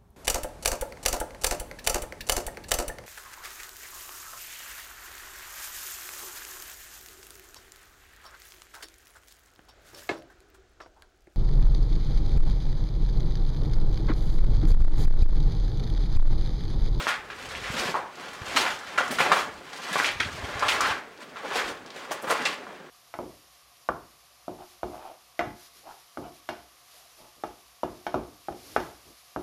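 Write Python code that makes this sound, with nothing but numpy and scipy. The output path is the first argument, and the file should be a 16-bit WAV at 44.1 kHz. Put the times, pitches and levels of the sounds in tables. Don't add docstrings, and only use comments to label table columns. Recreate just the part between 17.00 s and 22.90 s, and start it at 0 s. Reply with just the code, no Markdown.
import sys
import numpy as np
from scipy import signal
from scipy.fft import rfft, irfft, next_fast_len
from scipy.io import wavfile
from scipy.ndimage import uniform_filter1d

SR = 44100
rng = np.random.default_rng(int(sys.argv[2]) if len(sys.argv) > 2 else 0)


def transcribe(signal):
    frames = np.atleast_2d(signal).T
    limited = np.clip(frames, -1, 1)
    pcm = np.round(limited * 32767).astype(np.int16)
    wavfile.write(sys.argv[1], SR, pcm)


N = 260181

# full_s (swell complete, hold begins), gravel_db, sand_db, earth_db,
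# swell_s (for 30 dB, at least 0.02 s), hold_s
SOLE_SCUFFS = [(0.0, -30.5, -36, -45.5, .1, 0.0069), (0.44, -42.5, -48, -72, 0.46, 0.32),
               (0.776, -34.5, -39.5, -37.5, 0.12, 0.11), (1.202, -45.5, -49.5, -55, 0.2, 0.092),
               (1.632, -30, -33.5, -42, 0.4052, 0.011), (2.016, -42.5, -48, -47.5, 1.46, 0.099),
               (2.114, -55, -42, -38, 0.06, 0.044), (2.215, -26.5, -40, -32, -0.06, 0.015),
               (2.29, -36, -43.5, -40, 0.15, 0.12), (2.79, -49.5, -52.5, -70, .5, 0.098),
               (2.997, -32, -37, -51, 0.45, 0.055), (3.46, -44, -47.5, -48, 1.94, 0.072),
               (3.746, -29, -39.5, -45, 0.58, .01), (3.83, -35, -44, -44.5, 0.1, 0.07),
               (4.53, -36, -43.5, -44, 0.26, 0.018), (4.59, -33, -39.5, -49, 0.12, 0.019),
               (4.645, -41, -48, -46.5, -0.1, 0.049), (4.952, -46, -54.5, -51.5, 0.1, 0.23),
               (5.325, -37, -45.5, -44, -0.12, 0.16), (5.663, -53, -65, -50, 3, 0.12)]
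# gravel_db, sand_db, earth_db
FAR_FEET_DB = (-61, -66.5, -52.5)
# frequency_hz, relative level_db
GRAVEL_TONE = [(180, -31), (300, -4.5), (500, -2.5), (1000, 1.5), (1700, 1.5), (3500, -10), (7000, -26.5),
               (16000, -50)]
# frequency_hz, relative level_db
SAND_TONE = [(1800, 3.5), (3000, 4), (4500, 0.5), (7000, -6), (10000, -14.5), (16000, -26.5)]
# time_s, rumble level_db
HAND_RUMBLE = [(0.0, -59), (0.13, -59), (0.51, -50), (0.67, -45), (1.15, -69), (1.5, -53.5), (1.85, -63),
               (2.27, -58), (2.5, -56.5), (2.95, -75), (3.11, -47), (3.4, -43), (3.71, -50), (3.93, -54),
               (4.03, -68), (4.32, -74), (4.5, -67), (4.68, -53), (4.9, -69), (5.2, -76), (5.9, -71)]
# start_s, level_db, pitch_hz
BODY_THUDS = [(.245, -49, 100), (.349, -53, 80), (0.483, -39, 100), (.56, -48, 73), (0.701, -25.5, 137),
              (.795, -40, 60), (.855, -41, 80), (1.415, -30, 98), (3.201, -39, 67), (3.261, -30.5, 127),
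              (3.433, -31.5, 75.4), (3.554, -32, 102), (3.905, -35, 90), (4.645, -47, 50)]
# frequency_hz, relative level_db
HISS_TONE = [(18, -56), (30, -95), (394, 0), (499, 1), (684, -19.5), (1430, -1), (3980, -15.5),
             (16000, -30.5)]
# frequency_hz, t60_s
TAIL_T60 = [(150, 0.47), (400, 0.34), (1000, 0.37), (2500, 0.21), (6000, 0.18), (12000, 0.088)]
# frequency_hz, level_db
TAIL_LEVEL = [(150, 0.96), (400, 4), (1000, 3.8), (2500, 2.73), (6000, 0.75), (12000, 2.1)]
# delay_s, level_db
NEAR_SURFACES = [(.0028, -8), (.0065, -13), (.0095, -14.5), (.014, -12), (.024, -16.5)]
# start_s, level_db, pitch_hz, ring_cycles
FLOOR_KNOCKS = [(0.069, -8.5, 1370, 0.44), (0.301, -28, 1550, 2.1), (0.551, -20.5, 2340, 0.83),
                (0.943, -14.5, 1100, 0.73), (0.952, -14.5, 937, 2.2), (1.551, -30, 262, 0.92),
                (1.835, -27, 1320, 1.3), (1.985, -6.5, 1410, 2.2), (2.104, -28.5, 232, 1),
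                (2.186, -15.5, 1530, 1.2), (2.204, -7.5, 935, 0.4), (2.212, -14, 2430, 6.3),
                (2.317, -6.5, 1070, 1.3), (2.91, -36.5, 202, 0.72), (2.957, -9.5, 870, 0.33),
                (2.9591, -10.5, 1460, 0.45), (3, -8, 1560, 0.76), (3.045, -14, 2260, 1.8),
                (3.2008, -16, 2480, .5), (3.204, -6.5, 2800, 0.35), (3.207, -14, 1490, 1.3),
                (3.624, -17.5, 1000, 0.76), (3.629, -14, 1180, 2.1), (3.806, -12, 1300, 1.1),
                (3.812, -15.5, 1290, 3.2), (3.845, -17, 1350, 3), (4.359, -28, 1320, 1.5),
                (4.962, -33, 534, .8), (5.111, -22, 615, 1), (5.271, -25, 1130, 0.69),
                (5.272, -34, 192, 0.77), (5.307, -12, 1260, .5), (5.457, -13, 2400, 0.99),
                (5.668, -30, 1150, 0.76)]
# start_s, level_db (nominal peak), gravel pitch_hz,
# sand_db and dust_db (relative to gravel), fade t60_s
SOLE_CRUNCHES = [(0.073, -9.5, 1540, -12.5, -29, 0.28), (0.3, -23.5, 1600, -34, -42, 0.15),
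                 (0.554, -26, 2730, -31, -36, 0.21), (0.635, -19.5, 1670, -15, -44, 0.38),
                 (0.715, -36, 1500, -3, -3, .1), (0.779, -21, 1730, -2, -26, 0.16),
                 (0.944, -16, 806, -45, -31, 0.4), (1.328, -27, 1410, -27, -17, 0.1),
                 (1.456, -29, 1190, -2, -30, 0.15), (1.56, -6, 1330, -2, -31, 0.13),
                 (1.659, -11, 1340, -25, -36, 0.14), (1.699, -29, 1170, 1, -26, 0.15),
                 (1.865, -29, 1900, -20, -34, .2), (1.975, -6.5, 1190, -18, -42, 0.18),
                 (2.029, -27, 1350, -11, -34, 0.16), (2.108, -20, 1230, -18, -6, 0.16),
                 (2.184, -9, 1300, -12, -21, 0.17), (2.202, -10.5, 1900, -20.5, -26, 0.088),
                 (2.247, -10, 784, -29, -34, 0.14), (2.315, -4, 1100, -12.5, -28, 0.14),
                 (2.358, -15.5, 1200, -9, -17, 0.18), (2.724, -27, 1110, -10, -31, 0.12),
                 (2.928, -18.5, 1960, -12, -21, 0.27), (2.957, -13.5, 990, -21, -38, 0.19),
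                 (3.044, -10, 2230, -41, -40, 0.23), (3.198, -13, 1980, -26, -52, 0.11),
                 (3.222, -19, 2260, -33, -44, 0.15), (3.622, -10, 1160, -18, -45, 0.038),
                 (3.682, -7, 2600, -17, -20, 0.21), (3.808, -11, 1350, -17, -41, 0.4),
                 (3.878, -16.5, 1420, -16, -40, 0.18), (4.197, -31.5, 1270, -5, -22, 0.26),
                 (4.36, -26, 1360, -21, -41, 0.38), (4.427, -20, 580, -27, -40, 0.33),
                 (4.546, -14.5, 615, -4, -31, 0.047), (4.575, -13.5, 1300, -26, -35, 0.18),
                 (4.677, -22.5, 510, -13, -27, 0.19), (4.96, -30, 1520, -8, -25, 0.18),
                 (5.109, -16, 900, -11, -10.5, 0.073), (5.228, -21, 600, -15, -24, 0.28),
                 (5.271, -16, 1180, -28, -22, 0.48), (5.292, -10, 735, -8.5, -29, 0.11),
                 (5.452, -11.5, 2210, -14, -39, 0.26)]
# frequency_hz, relative level_db
DUST_TONE = [(5000, 2), (9000, 5), (12000, -3), (16000, -4)]
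# start_s, level_db, pitch_hz
PEBBLE_TICKS = [(.3034, -34, 3480), (0.4893, -29.5, 4950), (1.1553, -34, 5080), (1.2007, -39, 4000),
                (1.334, -37, 7000), (1.484, -28, 6690), (1.705, -25, 4440), (1.7907, -29.5, 6000),
                (1.981, -20, 6100), (2.08, -25, 5670), (2.5411, -38, 6560), (2.733, -26.5, 4800),
                (2.7745, -33, 4660), (2.836, -33, 4630), (2.886, -34, 4570), (2.929, -21.5, 7400),
                (3.0598, -16, 4300), (3.035, -28, 10000), (3.1142, -35, 9000), (3.2035, -39, 9340),
                (3.269, -35.5, 5900), (3.5952, -20, 4900), (3.8087, -10.5, 6100), (4.1765, -37, 4740),
                (4.207, -44, 5500), (4.773, -38, 3000), (4.8622, -32, 4700), (4.874, -36, 3000),
                (4.9043, -27.5, 3800), (4.961, -37, 7450), (5.105, -47, 5900), (5.118, -21.5, 5400),
                (5.2184, -38, 8000), (5.2245, -28.5, 10000), (5.3086, -15.5, 8460), (5.454, -15, 4800)]

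LIFT_DB_PER_S = 164
THUD_CYCLES = 0.42
HISS_DB = -53.5
FIRST_ECHO_S = 0.0026
WALK_S = 0.012
GRAIN_CREST_DB = 14.5
RISE_CYCLES = 11.6
TOP_HZ = 15900


def amp(db):
    return 10 ** (np.asarray(db) / 20)


def unit(x):
    return x / np.sqrt(np.mean(x ** 2))


def curves(table):
    time_s, *columns = np.transpose(table)
    return [np.interp(np.arange(N) / SR, time_s, column) for column in columns]


def colour(x, points):
    hz, db = np.transpose(points)
    size = next_fast_len(len(x))
    f = np.maximum(np.arange(size // 2 + 1) * SR / size, 1)
    gain = amp(np.interp(np.log(f), np.log(hz), db, left=-80))
    return unit(irfft(rfft(x, size) * gain, size)[:len(x)])


def band(x, hz, width):
    return signal.lfilter(*signal.iirpeak(min(hz, .45 * SR), 1 / width, fs=SR), x)


def grains(rate, spread_db, clump_db=0):
    hit = rng.random(N) < rate / SR
    size = np.minimum(rng.exponential(size=N), 3.)
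    steps = np.repeat(rng.standard_normal(N // 600 + 1), 600)[:N]
    clump = unit(uniform_filter1d(steps, size=600))
    return unit(hit * rng.choice([-1, 1], N) * amp(spread_db * size + clump_db * clump))


def add(out, x, s):
    i = int(s * SR)
    out[i:i + len(x)] += x[:N - i]


def ping(hz, cycles):
    turn = np.arange(int(8 * (cycles + 1) * SR / hz)) * hz / SR
    swell = 1 - np.exp(-turn / 0.55)
    x = np.sin(2 * np.pi * turn) * swell * np.exp(-turn / max(cycles, .2))
    return x / np.max(np.abs(x))


def sole_scuffs(sand):
    t = np.arange(N) / SR
    power = amp(FAR_FEET_DB)[:, None] ** 2
    for s, *db, swell, hold in SOLE_SCUFFS:
        swell_db = -30 * np.maximum(s - t, 0) / max(swell, .02)
        lift_db = -LIFT_DB_PER_S * np.maximum(t - s - hold, 0)
        power = power + (amp(db)[:, None] * amp(swell_db + lift_db)) ** 2
    gravel = colour(grains(1800, 3.6, clump_db=1.6), GRAVEL_TONE)
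    crackle = amp(-9) * colour(grains(90, 3.), SAND_TONE)
    earth = unit(band(band(grains(800, 2.2, clump_db=3.0), 363, 2.5), 363, 2.5))
    return np.sum(np.sqrt(power) * [gravel, sand + crackle, earth], axis=0)


def handling():
    rumble = unit(band(band(grains(200, 1.1), 68, 1.44), 61, 1.9))
    out = amp(curves(HAND_RUMBLE)[0]) * rumble
    for s, db, hz in BODY_THUDS:
        add(out, amp(db) * ping(hz, THUD_CYCLES), s)
    return signal.lfilter(*signal.butter(1, 45, "high", fs=SR), out)


def air_hiss():
    return amp(HISS_DB) * colour(rng.standard_normal(N), HISS_TONE)


def echo_pattern():
    t = np.arange(int(.6 * SR)) / SR
    noise, out = rng.standard_normal(len(t)), np.zeros(len(t))
    for hz in 100 * 2 ** np.arange(0, 7.4, .5):
        t60, db = (np.interp(np.log(hz), np.log(np.array(p)[:, 0]), np.array(p)[:, 1])
                   for p in (TAIL_T60, TAIL_LEVEL))
        fade = amp(-60 * t / t60) * (t > FIRST_ECHO_S)
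        tail = band(band(noise, hz, 0.66), hz, 0.66) * fade
        out += amp(db) * tail / np.sqrt(np.sum(fade ** 2))
    for s, db in NEAR_SURFACES:
        i = int(s * rng.uniform(.85, 1.15) * SR)
        out[i] += amp(db) * rng.choice([-1, 1])
    return out


def tunnel(x, count=10):
    turn, out = np.arange(N) / SR / WALK_S, x.copy()
    for k in range(count):
        away = np.abs((turn - k + count / 2) % count - count / 2)
        share = np.cos(np.pi / 2 * np.minimum(away, 1))
        out += signal.fftconvolve(x * share, echo_pattern())[:N]
    return out


def floor_knocks():
    out = np.zeros(N)
    for s, db, hz, cycles in FLOOR_KNOCKS:
        add(out, amp(db) * ping(hz, cycles), s)
    return out


def sole_crunches(sand):
    out, clicks = np.zeros(N), grains(2500, 4., clump_db=2.)
    clicks = signal.lfilter(*signal.butter(1, 5000, fs=SR), clicks)
    dust = colour(grains(5000, 3.5, clump_db=2.), DUST_TONE)
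    t = np.arange(SR // 2) / SR
    for s, db, hz, sand_db, dust_db, t60 in SOLE_CRUNCHES:
        i = int(s * SR)
        now = slice(i, i + len(t))
        rise = np.sqrt(np.minimum(t * hz / RISE_CYCLES, 1))
        fade = amp(-60 * np.maximum(t - RISE_CYCLES / hz, 0) / t60)
        press = (rise * fade)[:N - i]
        gravel = unit(band(band(clicks[now], hz, 1.67), hz, 1.12) * press)
        hiss = unit(sand[now] * press)
        fizz = unit(dust[now] * press)
        energy = np.sqrt(np.mean(press ** 2))
        burst = gravel + amp(sand_db) * hiss + amp(dust_db) * fizz
        add(out, amp(db - GRAIN_CREST_DB) * energy * burst, s)
    return out


def pebble_ticks():
    out = np.zeros(N)
    for (s, db, hz), chance in zip(PEBBLE_TICKS, rng.random((len(PEBBLE_TICKS), 2))):
        add(out, amp(db) * ping(hz, .6), s)
        bounce = ping(hz * (.7 + .6 * chance[0]), .6)
        add(out, amp(db - 5) * bounce, s + .002 + .004 * chance[1])
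    return out


def scene():
    sand = colour(grains(3000, 3.8, clump_db=2.2), SAND_TONE)
    feet = sole_scuffs(sand) + floor_knocks() + sole_crunches(sand) + pebble_ticks()
    feet = signal.lfilter(*signal.butter(3, 140, "high", fs=SR), feet)
    return (tunnel(feet) + handling() + air_hiss())[None]


def record(dry):
    return signal.sosfilt(signal.ellip(12, .2, 80, TOP_HZ, fs=SR, output="sos"), dry)


dry = scene()
out = record(dry)
transcribe(out)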